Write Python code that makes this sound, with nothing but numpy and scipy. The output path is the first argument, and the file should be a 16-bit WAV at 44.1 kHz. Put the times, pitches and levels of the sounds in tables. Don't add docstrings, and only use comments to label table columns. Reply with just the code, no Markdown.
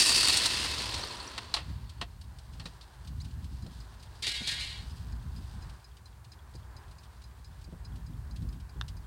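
import sys
import numpy as np
from scipy import signal
from scipy.fft import rfft, irfft
from scipy.io import wavfile
from scipy.ndimage import uniform_filter1d

SR = 44100
rng = np.random.default_rng(int(sys.argv[2]) if len(sys.argv) > 2 else 0)


def to_wav(s):
    ch = np.atleast_2d(s).T
    pcm = np.round(np.clip(ch, -1, 1) * 32767)
    wavfile.write(sys.argv[1], SR, pcm.astype(np.int16))


N = 399546
TIME_S = np.arange(N) / SR

# (time [s], level [dB], relative body [dB], relative top [dB])
RUSH_CURVE = [(0.0, -21.5, -17, -10), (0.014, -23.5, -16, -10.5), (0.342, -26.5, -13.5, -13.5),
              (1.01, -40, -3, -17.5), (1.264, -48.5, 2.5, -13), (1.34, -48, 0, -18)]
# (frequency [Hz], level [dB])
RUSH_SPECTRUM = [(60, -17), (280, -7), (600, -11.5), (1400, -10.5), (1900, -10), (2300, -11.5),
                 (3300, -6.5), (4500, -4.5), (5600, -18), (7000, -14), (8900, -8.5), (10300, -20),
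                 (12500, -37), (15500, -51)]
# (time [s], pitch [Hz], relative level [dB])
WHISTLE_CURVE = [(0, 4650, 1), (.18, 4600, 3), (.3, 4390, -1), (.5, 4215, -13), (.75, 4160, -19),
                 (1.4, 4420, -9)]
# (turns left at the last flick, level [dB], pitch [Hz])
TURN_FLICKS = [(2, -39, 4340), (1.35, -48.5, 5700)]
# (time [s], level [dB], relative body [dB], t60 [s])
SLAP_HITS = [(0.092, -16, -16, .045), (0.1598, -15, -21, .04), (0.23, -17.5, -16, 0.021),
             (0.2845, -12.5, -18, 0.023), (0.3708, -12.5, -24, .046), (0.4583, -14.5, -18.5, 0.061),
             (0.941, -20, -32, .08), (1.3789, -21.5, -14.5, 0.055), (1.5401, -11.5, -20, 0.062),
             (1.5641, -24, -11, 0.15), (2.0127, -24, -10, .072), (2.5974, -33, -14.5, 0.086),
             (2.656, -29, -16, 0.083), (2.811, -38.5, -20, 0.13), (3.6635, -38, -22, 0.046)]
# (time [s], level [dB], t60 [s])
SCRAPE_STROKES = [(4.224, -30.5, 0.23), (4.268, -27.5, 0.21), (4.316, -31, 0.082), (4.34, -36.5, 1.26),
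                  (4.470, -29.5, 0.5), (4.598, -36.5, 0.7), (4.69, -46, 0.28)]
TICK_TIMES_S = [3.6226, 3.801, 3.9959, 4.904, 5.1213, 5.36, 5.6216, 5.842, 6.0561, 6.3177, 6.552, 6.765,
                6.983, 7.2384, 7.444, 7.641, 7.8476, 8.0621, 8.309, 8.487, 8.692, 8.967]
# (time [s], pitch [Hz], level [dB])
SQUEAK_CURVE = [(3.198, 1910, -90), (3.203, 1950, -46), (3.211, 2130, -44), (3.218, 2410, -46),
                (3.228, 2820, -58), (3.24, 3000, -100)]
# (harmonic number, level [dB])
SQUEAK_HARMONICS = [(1, -17), (2, -0.5), (3, -9), (4, -13)]
# (time [s], level [dB])
GUST_CURVE = [(0, -49), (0.2, -47), (0.95, -41.5), (1.1, -49.5), (1.52, -49.5), (1.68, -40.5), (2.0, -45),
              (2.62, -46), (2.9, -55), (3.1, -38), (3.65, -42.5), (4.0, -50), (5.2, -39.0), (5.65, -41),
              (5.85, -55.0), (6.55, -48.5), (7.0, -49.5), (7.58, -49.0), (7.72, -44.0), (8.45, -40),
              (8.65, -44), (8.85, -37.5), (9.06, -42)]
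# (time [s], trees [dB], grass [dB])
BREEZE_CURVE = [(2.1, -64.5, -69), (2.72, -63, -62), (2.82, -63.5, -65.5), (4.15, -61, -63),
                (4.95, -59.5, -61), (5.22, -59.5, -65.5), (5.51, -59, -61), (6.04, -64.5, -70),
                (6.83, -61, -66.5), (7.14, -65, -67), (8.75, -63, -68.5)]

# (time [s], level [dB])
METAL_KNOCKS = [(4.2695, -6.5)]
CATCH_CLICKS = [(8.811, -37), (8.8125, -8.5), (8.821, -23.5)]
LOUD_RATTLES = [(1.8941, -51.5), (2.2124, -54.5), (2.386, -55), (3.0724, -52.5), (3.246, -53.5),
                (3.442, -55.5), (4.0267, -52.5), (5.695, -55.5), (5.968, -58.5), (6.2447, -58),
                (6.9112, -58.5), (7.0319, -58.5), (8.36, -54), (8.5265, -58.5), (8.881, -48.5)]
THUMP_HITS = [(2.015, -44), (2.656, -45.5), (3.662, -41.5), (4.274, -46.5), (4.408, -39.5), (6.547, -48),
              (7.677, -47.5), (7.725, -42.5), (8.445, -47.5), (8.759, -48)]

# (frequency [Hz], width [Hz], gain [dB])
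GUIDE_MODES = [(1850, 82, -5.5), (2640, 90, 4), (5020, 880, 0)]
FRAME_MODES = [(1000, 91, 0)]
SNAG_RING = [(1150, 310, -7.5), (2750, 350, -1.5), (3900, 500, -0.5), (4850, 560, 0), (8500, 1800, -11),
             (12400, 250, -13)]
HOUSING_MODES = [(312, 34, -3), (697, 26, 7.5), (915, 145, 4.5), (1240, 340, -0.5), (1870, 120, 6),
                 (2670, 290, 6.5), (3300, 230, 3), (3620, 130, -0.5), (4200, 150, -7)]
METAL_MODES = [(1467, 8.6, -11.5), (1640, 6.5, -3), (1803, 13, -7), (1900, 21, -5.5), (2135, 31, -5),
               (2317, 29, -3.5), (2550, 22, -12), (2720, 22, -2.5), (2930, 11, -4), (2950, 13, 0),
               (3320, 13, 1.5), (3360, 24, -10), (3720, 26, -1.5), (3980, 19, -10), (4000, 41, -5),
               (4250, 13, 2), (4580, 23, -4), (4650, 37, -14)]
CATCH_RING = [(1180, 480, 4.5), (1710, 270, 6.5), (2750, 220, -0.5), (3620, 220, 9), (5540, 1050, -8)]
TICK_RING = [(2420, 80, -4), (4060, 57, 5.5), (4670, 71, 5.5), (5057, 38, 11), (6600, 900, -9.5),
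             (8360, 400, -11), (9150, 500, -12)]
TOCK_RING = [(3300, 250, 0)]

# (frequency [Hz], level [dB])
SLAP_SPECTRUM = [(100, -16), (300, -13.5), (500, -8.5), (1200, -1.5), (1800, -10.5), (2700, -5),
                 (4200, 8.5), (5500, -2.5), (6500, -7.5), (9000, -5.5), (11000, -21.5), (15500, -31)]
SCRAPE_SPECTRUM = [(250, -14), (600, -18.5), (1400, -16.5), (1900, -12), (3000, -4), (3800, 1), (4900, -2),
                   (5800, -11.5), (8500, -11), (11000, -21), (15000, -40)]
RATTLE_GRASS_SPECTRUM = [(800, -42), (2800, -2.5), (3600, -0.5), (4700, 0.5), (5600, -6), (7000, -10.5),
                         (8800, -7), (10500, -17.5), (15000, -29)]
RUMBLE_SPECTRUM = [(20, -41), (32, -38), (45, -5), (62, 0.5), (85, -6.5), (120, -9.5), (180, -24),
                   (300, -50), (600, -60.5)]
BUFFET_SPECTRUM = [(50, -23.5), (105, 4.5), (160, 2), (250, -5.5), (400, -23.5), (800, -38.5), (2000, -55)]
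THUMP_SPECTRUM = [(60, -8), (170, 5), (350, -6.5), (600, -15), (1500, -35), (5000, -57)]
TREE_SPECTRUM = [(100, -2.5), (270, -6), (380, -1), (520, -7), (750, -2), (1000, 1), (1300, -5),
                 (1650, -3.5), (2200, -15), (3500, -27), (8000, -48)]
AIR_SPECTRUM = [(500, -2), (2500, 4), (3200, 0), (4100, 0.5), (5500, -1.5), (7000, -0.5), (9000, 0.5),
                (11000, -4.5), (15500, -4)]


def running_line():
    level_db, body_db, top_db = in_time(RUSH_CURVE)
    whistle_hz, whistle_db = in_time(WHISTLE_CURVE)
    speed = np.interp(TIME_S, [0, .2, .4, 1.5], [.93, .49, .31, .21])
    flutter = from_db(1.3 * drift(260) + .58 * drift(47.7))
    body, middle, top = friction_bands(RUSH_SPECTRUM, per_s=5000, spread_db=1.5, smooth_db=-1.5)
    guide = 2.04 * speed * resonate(white(), GUIDE_MODES)
    tone = from_db(whistle_db) * whistle(whistle_hz, width_hz=460)
    middle = even(middle + guide + tone, window_s=.19)
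    frame_hum = .84 * (1 - speed) * resonate(white(), FRAME_MODES)
    body = even(body + frame_hum, window_s=.21)
    rush = middle + from_db(body_db - .1) * body + from_db(top_db + 4.5) * top
    coasting_db = np.interp(TIME_S, [1.34, 1.5, 1.85, 2.1, 3], [0, -5, -16, -20, -84])
    return flutter * from_db(level_db + coasting_db - 1.16) * rush


def snags():
    rush_db = in_time(RUSH_CURVE)[0]
    chatter = by_chance(per_s=38, level_db=-3, spread_db=7)
    hits = [(s, db, .02) for s, db in chatter if s < RUSH_CURVE[-1][0]]
    return resonate(white() * from_db(rush_db) * bursts(hits, hold_s=.0015), SNAG_RING)


def flicks(stop_s=1.61, braking_turns_per_s2=24):
    out, turns_earlier = 0, np.arange(7)
    for turns_left, level_db, hz in TURN_FLICKS:
        times_s = stop_s - np.sqrt(2 * (turns_left + turns_earlier) / braking_turns_per_s2)
        hits = [(s, db, .04) for s, db in zip(times_s, level_db - .1 * turns_earlier)]
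        out = out + whistle(hz, width_hz=420) * bursts(hits, hold_s=.0042)
    return out


def slaps(taut_until_s=.37, slack_from_s=.9):
    times_s, db, body_db, t60_s = np.transpose(SLAP_HITS)
    top_db = np.interp(times_s, [taut_until_s, slack_from_s], [-9.5, -23])
    body, middle, top = friction_bands(SLAP_SPECTRUM, per_s=6900, spread_db=4, smooth_db=-2)
    layers = [(body, db + body_db - 4), (middle, db - 13.5), (top, db + top_db)]
    crunch = sum(band * bursts(zip(times_s, band_db, t60_s), hold_s=.0034) for band, band_db in layers)
    push = white() * bursts(zip(times_s, db + 1.44 * body_db + 4.5, t60_s), hold_s=.0061)
    return crunch + resonate(push, HOUSING_MODES)


def scrape():
    contact = np.interp(TIME_S, [4.78, 4.89], [1, 0])
    pressure = contact * uniform_filter1d(bursts(SCRAPE_STROKES, hold_s=.0075), size=260)
    rub = friction(per_s=4000, spread_db=2, smooth_db=2) * from_db(1.3 * drift(140)) * pressure
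    undamped = 1 / (1 + pressure / from_db(-34.5))
    knock = clicks(METAL_KNOCKS)
    hiss = colour(from_db(-3.5) * rub + knock, SCRAPE_SPECTRUM)
    ring = resonate(from_db(2.5) * undamped * rub + from_db(-4) * knock, METAL_MODES)
    return hiss + ring


def catch():
    return resonate(clicks(CATCH_CLICKS), CATCH_RING)


def idling_reel(tock_delay_s=.072):
    tick_hits = [(s, -54 + 1.4 * rng.standard_normal(), .055) for s in TICK_TIMES_S]
    tock_hits = [(s + tock_delay_s, -65, .05) for s in TICK_TIMES_S]
    ticks = resonate(white() * bursts(tick_hits, hold_s=.0035), TICK_RING)
    tocks = resonate(white() * bursts(tock_hits, hold_s=.0025), TOCK_RING)
    return ticks + tocks


def rattles(t60_s=.065):
    shakes = list(LOUD_RATTLES) + by_chance(per_s=4.2, level_db=-64.5, spread_db=6)
    envelope = bursts([(s, db, t60_s) for s, db in shakes], hold_s=.0063)
    return colour(white() * envelope, RATTLE_GRASS_SPECTRUM)


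def squeak():
    hz, level_db = in_time(SQUEAK_CURVE)
    phase = 2 * np.pi * np.cumsum(hz * (1 + .034 * drift(1500))) / SR
    tone = sum(from_db(db) * np.sin(k * phase) for k, db in SQUEAK_HARMONICS)
    gate = (TIME_S > SQUEAK_CURVE[0][0]) & (TIME_S < SQUEAK_CURVE[-1][0])
    return gate * from_db(level_db - 4.5 + 3.5 * drift(700)) * tone


def wind(eddy_db=1.5, eddies_per_s=14):
    level_db = in_time(GUST_CURVE)[0] + eddy_db * drift(eddies_per_s)
    rumble = even(colour(white(), RUMBLE_SPECTRUM), window_s=.28)
    buffets = even(colour(white(), BUFFET_SPECTRUM), window_s=.08) * from_db(3.85 * drift(40))
    buffet_db = -11.5 + .69 * (level_db + 40)
    return from_db(level_db - .1) * (rumble + from_db(buffet_db) * buffets)


def thumps(t60_s=.12):
    envelope = bursts([(s, db, t60_s) for s, db in THUMP_HITS], hold_s=.006)
    return colour(white() * envelope, THUMP_SPECTRUM)


def field(air_db=-68.5):
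    trees_db, grass_db = in_time(BREEZE_CURVE)
    trees = from_db(trees_db + 1.5 + 1.14 * drift(9.4)) * colour(white(), TREE_SPECTRUM)
    stir_db = -70 + 1.86 * (grass_db - grass_db.mean()) + 1.6 * drift(35)
    rustle = colour(friction(per_s=2700, spread_db=2.5, smooth_db=-9.5), RATTLE_GRASS_SPECTRUM)
    air = from_db(air_db) * colour(white(), AIR_SPECTRUM)
    return trees + from_db(stir_db) * rustle + air


def friction(per_s, spread_db, smooth_db):
    sizes = from_db(spread_db * np.minimum(rng.exponential(1, N), 4)) * rng.choice([-1, 1], N)
    catches = rms_one(sizes * (rng.random(N) < per_s / SR))
    return rms_one(catches + from_db(smooth_db) * white())


def friction_bands(spectrum, per_s, spread_db, smooth_db):
    bands = []
    for edge_hz, kind in [(1700, "low"), ([1700, 6000], "band"), (6000, "high")]:
        noise = colour(friction(per_s, spread_db, smooth_db), spectrum)
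        sos = signal.butter(3, edge_hz, kind, fs=SR, output="sos")
        bands.append(rms_one(signal.sosfilt(sos, noise)))
    return bands


def whistle(hz, width_hz):
    phase = 2 * np.pi * np.cumsum(hz * np.ones(N)) / SR
    return drift(width_hz) * np.cos(phase) + drift(width_hz) * np.sin(phase)


def bursts(rows, hold_s):
    power = np.zeros(N)
    for s, db, t60_s in rows:
        start = np.clip(int(s * SR), 0, N)
        age_s = TIME_S[:min(N - start, int((t60_s + hold_s) * SR))]
        decay_db = 60 * np.maximum(age_s - hold_s, 0) / t60_s
        power[start:start + len(age_s)] += from_db(db - decay_db) ** 2
    return np.sqrt(power)


def clicks(rows):
    out = np.zeros(N)
    for s, db in rows:
        out[int(s * SR)] = from_db(db)
    return out


def by_chance(per_s, level_db, spread_db):
    rows = [((slot + when) / per_s, level_db + spread_db * (2 * size - 1))
            for slot, (when, size) in enumerate(rng.random((200, 2)))]
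    return [(s, db) for s, db in rows if s < TIME_S[-1]]


def colour(x, spectrum, size=8192):
    hz, db = np.transpose(spectrum)
    bins_hz = np.arange(size // 2 + 1) * SR / size
    gain = from_db(np.interp(np.log(bins_hz + 1), np.log(hz), db))
    cepstrum = irfft(np.log(gain))[:size // 2]
    response = irfft(np.exp(2 * rfft(cepstrum, size)))
    return signal.fftconvolve(x, response / np.linalg.norm(response))[:N]


def resonate(x, modes):
    out, power = 0, 0
    for k, (hz, width_hz, db) in enumerate(modes):
        radius = np.exp(-np.pi * width_hz / SR)
        scale = (1 - radius ** 2) / 2
        feedback = [1, -2 * radius * np.cos(2 * np.pi * hz / SR), radius ** 2]
        ring = signal.lfilter([scale, 0, -scale], feedback, x + 1e-18)
        out = out + (-1) ** k * from_db(db) * ring
        power += from_db(db) ** 2 * scale
    return out / np.sqrt(power)


def drift(knots_per_s):
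    knots = rng.standard_normal(N // 8)
    return np.interp(TIME_S * knots_per_s, np.arange(len(knots)), knots) * np.sqrt(3 / 2)


def even(x, window_s):
    return x / np.sqrt(uniform_filter1d(x * x, int(window_s * SR)) + 1e-12)


def in_time(curve):
    times_s, *columns = np.transpose(curve)
    return [np.interp(TIME_S, times_s, column) for column in columns]


def white():
    return rng.standard_normal(N)


def rms_one(x):
    return x / np.sqrt(np.mean(x ** 2) + 1e-20)


def from_db(db):
    return 10 ** (np.asarray(db) / 20)


def scene():
    line = running_line() + snags() + flicks() + slaps()
    reel = catch() + idling_reel() + rattles() + squeak()
    return (line + reel + scrape() + wind() + thumps() + field())[None]


def record(dry, cutoff_hz=15900):
    return signal.sosfilt(signal.ellip(10, .1, 80, cutoff_hz, fs=SR, output="sos"), dry)


dry = scene()
out = record(dry)
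to_wav(out)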